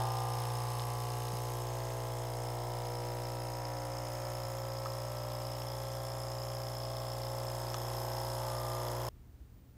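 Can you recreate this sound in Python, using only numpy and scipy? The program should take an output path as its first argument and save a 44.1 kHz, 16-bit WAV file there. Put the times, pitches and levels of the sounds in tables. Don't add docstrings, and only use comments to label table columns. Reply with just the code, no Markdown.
import sys
import numpy as np
from scipy import signal
from scipy.fft import rfft, irfft, next_fast_len
from scipy.io import wavfile
from scipy.ndimage import uniform_filter1d

SR = 44100
rng = np.random.default_rng(int(sys.argv[2]) if len(sys.argv) > 2 else 0)


def invert_db(level):
    return 10 ** (np.asarray(level, dtype=float) / 20)


def master(y):
    cut = np.clip(np.atleast_2d(y).T, -1, 1)
    pcm = np.round(cut * 32767)
    wavfile.write(sys.argv[1], SR, pcm.astype(np.int16))


N = 430840

STROKE_HZ = 60.018
SCENE_CHANGE_S, SLIP_S, LOOSE_UNTIL_S = 9.0895, 4.455, 1.63
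LEAN_FROM_S, LEAN_TAKES_S = 7, 1

# time in seconds, microphone turn from front 0 to side 1,
# nearness to the counter in dB, unevenness of strokes in dB.
HAND_PATH = [(0, 0.38, 5, 11), (.12, .03, 4, 2), (.5, 0.15, 3.5, 0), (1.9, 0.29, 1, -13),
             (2.7, 0.38, .5, -5), (3.1, 0.39, 0, -24), (3.9, 0.45, -1, -22), (4.4, 0.59, -1, -7.5),
             (5.9, 0.92, -1, -1.5), (7.1, 0.9, -0.5, -0.5), (8.0, 0.67, 0, 4), (9.08, 0.5, .5, 4)]
# multiple of stroke rate, level in dB.
HALF_MULTIPLES = [(2.5, -39), (6.5, -22), (9.5, -31.5), (11.5, -18), (12.5, -26), (13.5, -14), (14.5, -11),
                  (15.5, -15.5), (16.5, -20), (17.5, -15.5), (20.5, -32.5), (23.5, -27.5), (40, -35.5)]
# rough multiple (not read),
# level in dB, gain by the full turn in dB, share of nearness.
OVERTONES = [(3, -66.5, 3.5, -0.9), (3.96, -71, 7, 0.1), (5.25, -53.5, -12, -2.0), (6, -51.5, -3.5, 4),
             (7, -66.0, 6, -1), (7.67, -44, -17, 2), (9.17, -45.5, -3, -0.53), (10, -61.5, 26, -0.5),
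             (10.94, -53, 4.5, 4), (12.96, -44, -18.5, -0.8), (13, -64.5, 14.5, 2.3), (14, -49, -12, 0.2),
             (15, -61, 2.5, 2.5), (16, -43.5, -17, 0.5), (17.37, -55, -7, 1.5), (17.9, -58.5, -0.5, -0.3),
             (19.3, -66.5, 1.5, -0.5), (20, -67.5, 4.5, 2.5), (19.44, -65, -5.5, 0.7), (22, -67.5, 12.5, 0),
             (22.65, -62.5, -13.5, -3), (24, -85, -50, -5), (25, -62, -18, -3), (26, -69, -10, -2.5),
             (27, -68.5, 0.5, 1), (28, -74.5, -19, 1), (29, -62, -15.5, -3), (30.7, -66.5, -10, -1)]
# time in seconds, multiple of stroke
# rate, gain in dB, half width in seconds.
CROSSINGS = [(0.01, 8, -14, 1.5), (0.08, 6, -17.5, 1.57), (0.17, 13, 10, 0.2), (0.33, 16, -18, 1.7),
             (0.63, 11, -27, 0.83), (0.88, 19, 14.5, 0.97), (1.04, 7, 12.5, 1.9), (1.27, 9, -6, 2.2),
             (1.29, 27, 1.5, 0.6), (2.02, 12, -7, 0.35), (2.46, 4, -13.0, 0.43), (2.98, 18, -16, 0.54),
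             (3.15, 13, 7.0, 1.1), (3.84, 7, -15, 0.47), (4.43, 11, -2, 1.35), (5.32, 23, -6, 0.53),
             (5.35, 20, 5.5, 2), (6.43, 15, -46, 0.73), (6.46, 10, -14.5, 1.8), (6.46, 22, -7, 0.97),
             (7.11, 16, -10, 0.8), (7.86, 14, 6.5, 0.61), (8.31, 28, 18, 2.2), (8.69, 20, 16, 0.32),
             (.15, 20, 9, .3), (.2, 21, 4, 0.28), (.8, 13, -4, 0.49), (3.3, 5, 2.5, 1),
                  (4.3, 22, 2.5, 1), (8.5, 4, 4.5, 1)]
# multiple of stroke rate, delay in ms.
PANEL_DELAYS = [(2, 9), (6, 10), (8, 6.5), (10.5, 4.5), (12, 1), (16, -1), (18, 4), (22, 9), (36, 3)]
# frequency in Hz, density in dB per Hz.
CHURN_SPECTRUM = [(18, -62), (30, -39), (122, -7), (145, -18.5), (221, -23), (358, -14), (431, -20),
                  (538, -9), (1310, -15), (1430, -19), (2500, -21.5), (3250, -70), (5500, -120)]
# time in seconds, gain in dB, half width in seconds.
VALVE_HESITATIONS = [
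    (2, -3.5, 0.46),
    (.1, 3.5, .4),
]
# frequency in Hz, width in Hz, level in dB, gain by full turn in dB, by leaning in dB.
CASING_MODES = [(2780, 1430, -0.5, -2.5, -1.5), (3366, 253, -3, 3.5, 0.5), (3506, 2670, 0.5, -1, -1),
                (4540, 400, -37, -11, 0.1)]
# frequency in Hz, width in Hz, level in dB, gain by full turn in dB, by leaning in dB.
SPRING_MODES = [(6576, 610, 3.5, -0.5, 0.27), (7230, 300, -4, 6.5, 0.76), (7900, 2100, 5, -1.7, 0.73),
                (8420, 210, -2, -2, -1)]
# frequency in Hz, width in Hz, level in dB, gain by full turn in dB, by leaning in dB.
PLUNGER_MODES = [(9330, 240, -9.5, 0.1, -2), (9780, 230, -1, 0.1, 0.1), (10600, 660, -5, 0.1, 0.1),
                 (11700, 1100, -4.5, 0.1, 0.34)]
# frequency in Hz, width in Hz, level in dB, gain by full turn in dB, by leaning in dB.
SEAT_MODES = [(12270, 440, -4, 6, 3), (13020, 400, -3, 3, 5), (13600, 350, 2, -5, -3),
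              (14300, 1400, -5, 2, 0.1), (15400, 800, -.5, -2, -4)]
# frequency in Hz, width in Hz, level in dB.
CLIP_MODES = [(8320, 620, 1), (9990, 460, 4), (10950, 160, -2), (11670, 1300, 2), (12200, 270, -27)]
# start in ms, decay in ms, level in dB.
CASING_BURSTS = [(.5, 1.5, -8), (3.2, 2.6, 0), (10.5, 2.5, -9)]
# start in ms, decay in ms, level in dB.
SPRING_BURSTS = [(.5, 5.5, 0), (11.2, 2.0, 1)]
# start in ms, decay in ms, level in dB.
PLUNGER_BURSTS = [(-1.2, 2.5, 2), (1.2, 3.2, 3), (11.5, 2, -8)]
# start in ms, decay in ms, level in dB.
SQUEAK_BURSTS = [(1.2, 2.0, -3), (2.3, 2.3, 7), (5.9, 2.2, -1), (11, 4, -14)]
# level in dB, gain by full turn in dB, share of nearness, gain by leaning in dB.
RATTLE_LEVELS = [
    (-57.5, -0.17, 0.71, 1.5),
    (-58, -0.54, 0.23, 2.3),
    (-60.5, 0.23, 0.12, 2.8),
    (-60.5, 0.36, .1, 3.7),
]
# start in seconds, peak in dB, frequency in Hz, t60 in seconds, crack in dB.
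DROPS = [
    (.37, -38, 61, .1, -70),
    (.7952, -32, 2800, 0.013, -42),
    (1.282, -37, 3000, .012, -46),
    (1.329, -26.5, 168, 0.038, -70),
    (4.452, -37, 150, .04, -70),
    (4.858, -28.5, 1160, 0.034, -40),
    (4.858, -40.5, 1450, .035, -60),
    (5.319, -50, 3000, .01, -39),
    (5.619, -39, 2220, .012, -43),
    (7.743, -29.5, 1140, 0.028, -27),
]
# time in seconds, gain in dB.
RUMBLE_SWELLS = [
    (9.33, 6),
    (9.42, 9),
    (9.55, 6),
]
# frequency in Hz, density in dB per Hz.
KITCHEN_SPECTRUM = [(60, -36), (95, -21), (150, -16), (250, -15), (500, -27), (1000, -33.5), (2700, -41.5),
                    (11800, -47.5), (14300, -45), (15700, -48)]
# frequency in Hz, level in dB rms.
WHINES = [(13577, -115), (14535, -88), (14777, -85), (14896, -90), (15138, -99), (15256, -92), (15493, -98),
          (15617, -102)]


def seconds():
    return np.arange(N) / SR


def strokes():
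    return seconds() * STROKE_HZ


def rms_one(x):
    return x / np.sqrt(np.mean(x ** 2) + 1e-20)


def in_time(rows):
    s, *columns = np.transpose(rows)
    return [np.interp(seconds(), s, column) for column in columns]


def at(x, rows):
    return np.interp(x, *np.transpose(rows))


def drift(rate_hz):
    r = np.exp(-128 * np.pi * rate_hz / SR)
    white = rng.standard_normal(N // 64 + 2002)
    slow = signal.lfilter([1], [1, -2 * r, r * r], white)[2000:]
    return np.interp(np.arange(N) / 64, np.arange(len(slow)), rms_one(slow - slow.mean()))


def bumps(rows):
    return sum(db * np.exp(-((seconds() - s) / width_s) ** 2) for s, db, width_s in rows)


def heard(db, turn_db, near_share, lean_db=0):
    turned, near_db, _ = in_time(HAND_PATH)
    lean = np.clip((seconds() - LEAN_FROM_S) / LEAN_TAKES_S, 0, 1)
    return db + turn_db * turned + near_share * near_db + lean_db * lean


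def coloured(spectrum):
    hz, db = np.transpose(spectrum)
    size = next_fast_len(N)
    bin_hz = np.arange(size // 2 + 1) * SR / size
    shape = invert_db(np.interp(np.log(bin_hz + 1), np.log(hz), db, left=-90, right=-90))
    return rms_one(irfft(rfft(rng.standard_normal(size)) * shape, size)[:N])


def resonate(x, hz, width_hz):
    r = np.exp(-np.pi * width_hz / SR)
    poles = [1, -2 * r * np.cos(2 * np.pi * hz / SR), r * r]
    return signal.lfilter([(1 - r * r) / 2, 0, (r * r - 1) / 2], poles, x)


def bursts(table, uneven_db, rest_db, lag_ms=0):
    out = np.full(N, invert_db(rest_db))
    for start_ms, decay_ms, db in table:
        turn = strokes() - (start_ms + lag_ms) * STROKE_HZ / 1000 + 1
        index = turn.astype(int)
        luck = rng.standard_normal((index.max() + 1, 2))[index]
        late_ms = 0.12 * np.abs(luck[:, 1])
        age_ms = np.maximum((turn - index) * 1000 / STROKE_HZ - late_ms, 0)
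        attack = np.minimum(age_ms / 0.55, 1)
        out += invert_db(db + uneven_db * luck[:, 0]) * attack * np.exp(-age_ms / decay_ms)
    return out


def repeated_noise(alike):
    patterns = rng.standard_normal((22, SR // 60 + 1))
    stage = np.arange(N) / N * 20
    place = (strokes() % 1 * SR / STROKE_HZ).astype(int)
    index, blend = stage.astype(int), stage % 1 * np.pi / 2
    same = np.cos(blend) * patterns[index, place] + np.sin(blend) * patterns[index + 1, place]
    share = np.clip(alike, 0, 1)
    return np.sqrt(share) * same + np.sqrt(1 - share) * rng.standard_normal(N)


def hum():
    stroke_db = heard(-52, turn_db=.5, near_share=0.2, lean_db=2) + .3 * drift(8)
    magnet_db = heard(-41.5, turn_db=0.2, near_share=1.13, lean_db=0) + .25 * drift(12)
    slip = np.clip((seconds() - SLIP_S) / 0.0098, 0, 1)
    turn = 2 * np.pi * strokes()
    stroke_tone = invert_db(stroke_db) * np.cos(turn - .7 - 1.1 * slip)
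    magnet_tone = invert_db(magnet_db) * np.cos(2 * turn - 1.6 - .9 * slip)
    return np.sqrt(2) * (stroke_tone + magnet_tone)


def overtone_db(multiple):
    columns = np.transpose(OVERTONES)[1:]
    row_multiples = np.arange(len(OVERTONES)) + 3
    db = heard(*[np.interp(multiple, row_multiples, column) for column in columns]) + 1.28 * drift(1.6)
    crossed = [(s, gain_db, width_s) for s, k, gain_db, width_s in CROSSINGS
               if round(k) == multiple]
    return db + bumps(crossed)


def buzz():
    turn, out, late_rad = 2 * np.pi * strokes(), 0, 0
    uneven_db = in_time(HAND_PATH)[2]
    stumble_rad = 0.28 * drift(21) * invert_db(4.5 * drift(5.4))
    for multiple in np.arange(2.5, 36.2, .5):
        if multiple % 1:
            db = at(multiple, HALF_MULTIPLES) - 44.5 + uneven_db + 2.8 * drift(3.5)
        else:
            db = overtone_db(multiple)
        late_rad += np.pi * STROKE_HZ / 1000 * at(multiple, PANEL_DELAYS)
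        scatter = rng.normal(0, .5 + 4 * (multiple % 1))
        panel = np.exp(-((multiple - 16.2) / 6.8) ** 2)
        waver = 0.017 * min(multiple, 18) * drift(20.0) + 0.36 * drift(0.3)
        phase = scatter - late_rad + stumble_rad * panel + waver
        out = out + invert_db(db) * np.cos(multiple * turn + phase)
    return np.sqrt(2) * out


def churn():
    level = invert_db(-56 + 1.6 * drift(0.58))
    return level * rms_one(coloured(CHURN_SPECTRUM) * bursts(CASING_BURSTS, uneven_db=1.5, rest_db=43))


def squeak():
    level_db = heard(-56, turn_db=3.5, near_share=0, lean_db=2) + .7 * drift(5.3) + bumps(VALVE_HESITATIONS)
    index = strokes().astype(int)
    hz = 5200 + 60 * rng.standard_normal(index.max() + 1)[index] + 90 * drift(147)
    hz = hz + 260 * np.clip(1 - (strokes() % 1 - .14) / .1, 0, 1) - 30
    lag_ms = 0.97 * np.minimum(seconds() / 1.9, 1)
    gate = bursts(SQUEAK_BURSTS, uneven_db=1.7, rest_db=-28, lag_ms=lag_ms)
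    tone = np.sin(2 * np.pi * np.cumsum(hz) / SR)
    breath = rms_one(resonate(resonate(repeated_noise(0.067), 5210, 870), 5210, 870))
    chirp = resonate(gate * (tone + 0.55 * breath), 5250, 1500)
    seat_ring = resonate(gate * rng.standard_normal(N), 5563, 90)
    return invert_db(level_db) * (rms_one(resonate(chirp, 4930, 1250)) + invert_db(-14) * rms_one(seat_ring))


def rattle():
    out = 0
    parts = [(CASING_MODES, CASING_BURSTS, -8), (SPRING_MODES, SPRING_BURSTS, -12),
             (PLUNGER_MODES, PLUNGER_BURSTS, -15), (SEAT_MODES, PLUNGER_BURSTS, -14)]
    for levels, (modes, table, rest_db) in zip(RATTLE_LEVELS, parts):
        flicker = invert_db(0.41 * drift(350))
        grains = repeated_noise(0.32) * flicker * bursts(table, uneven_db=2.0, rest_db=rest_db)
        rings = 0
        for k, (hz, width_hz, db, turn_db, lean_db) in enumerate(modes):
            level = invert_db(heard(db, turn_db, 0, lean_db) + 1.06 * drift(0.74)) / np.sqrt(width_hz)
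            ring = resonate(resonate(grains, hz, 2 * width_hz), hz, width_hz)
            rings = rings + (-1) ** k * level * ring
        out = out + invert_db(heard(*levels)) * rms_one(rings)
    return out


def loose_clip():
    settle = invert_db(-22 * np.clip((seconds() - LOOSE_UNTIL_S) / .03, 0, 1))
    grains = repeated_noise(0.39) * bursts(PLUNGER_BURSTS, uneven_db=1.0, rest_db=-43)
    rings = sum(invert_db(db) * resonate(resonate(grains, hz, width_hz), hz, width_hz)
                for hz, width_hz, db in CLIP_MODES)
    return invert_db(-56) * settle * rms_one(rings)


def drops():
    out = np.zeros(N)
    age_s = np.arange(SR // 5) / SR
    for s, db, hz, t60_s, crack_db in DROPS:
        rise_per_ms = 0.31 * min(hz / 2400, 1) ** 3.93
        turns = hz * (age_s + 500 * rise_per_ms * np.minimum(age_s, .01) ** 2)
        attack = np.minimum(age_s * hz / 1.3, 1)
        tone = invert_db(db - 60 * age_s / t60_s) * attack * np.sin(2 * np.pi * turns)
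        snap = rng.standard_normal(len(age_s))
        snap[0] = 6
        splash = resonate(resonate(snap, 2400, 5000), 2400, 5500) + .04 * snap
        crack = invert_db(crack_db - 60 * age_s / 0.015) * splash
        out[round(s * SR):][:len(age_s)] += tone + crack
    return out


def rumble(hz, width_hz, level_db):
    band = resonate(resonate(rng.standard_normal(N), hz, width_hz), hz, width_hz)
    return invert_db(level_db) * band / np.sqrt(uniform_filter1d(band ** 2, size=SR // 14))


def kitchen(running):
    t = seconds()
    after_s = np.maximum(t - SCENE_CHANGE_S, 0)
    rumble_db = -57 - 6 * after_s + bumps([(s, db, 0.023) for s, db in RUMBLE_SWELLS])
    deep_db = -56.5 - 8.5 * np.clip((after_s - .1) / .17, 0, 1)
    lows = rumble(65, 30, rumble_db + 1) + rumble(43, 18, deep_db)
    hiss = invert_db(-64) * coloured(KITCHEN_SPECTRUM)
    fridge = invert_db(-58.5 + 1.8 * drift(6.8)) * np.cos(2 * np.pi * 120.2 * t)
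    whine = sum(np.sqrt(2) * invert_db(db + 2.3 * drift(8)) * np.cos(2 * np.pi * (hz * t + rng.random()))
                for hz, db in WHINES)
    return (lows + hiss + fridge + whine) * (1 - running + running * invert_db(-16.5))


def scene():
    running = np.clip((SCENE_CHANGE_S - seconds()) / 0.0014, 0, 1)
    machine = hum() + buzz() + churn() + squeak() + rattle() + loose_clip() + drops()
    return (running * machine + kitchen(running))[None]


def top_cut(x):
    return signal.sosfilt(signal.butter(12, 15750, fs=SR, output="sos"), x)


def record(dry):
    low_pass = signal.ellip(10, .5, 60, 15880, fs=SR, output="sos")
    mix = signal.sosfilt(low_pass, dry)
    return top_cut(mix)


dry = scene()
out = record(dry)
master(out)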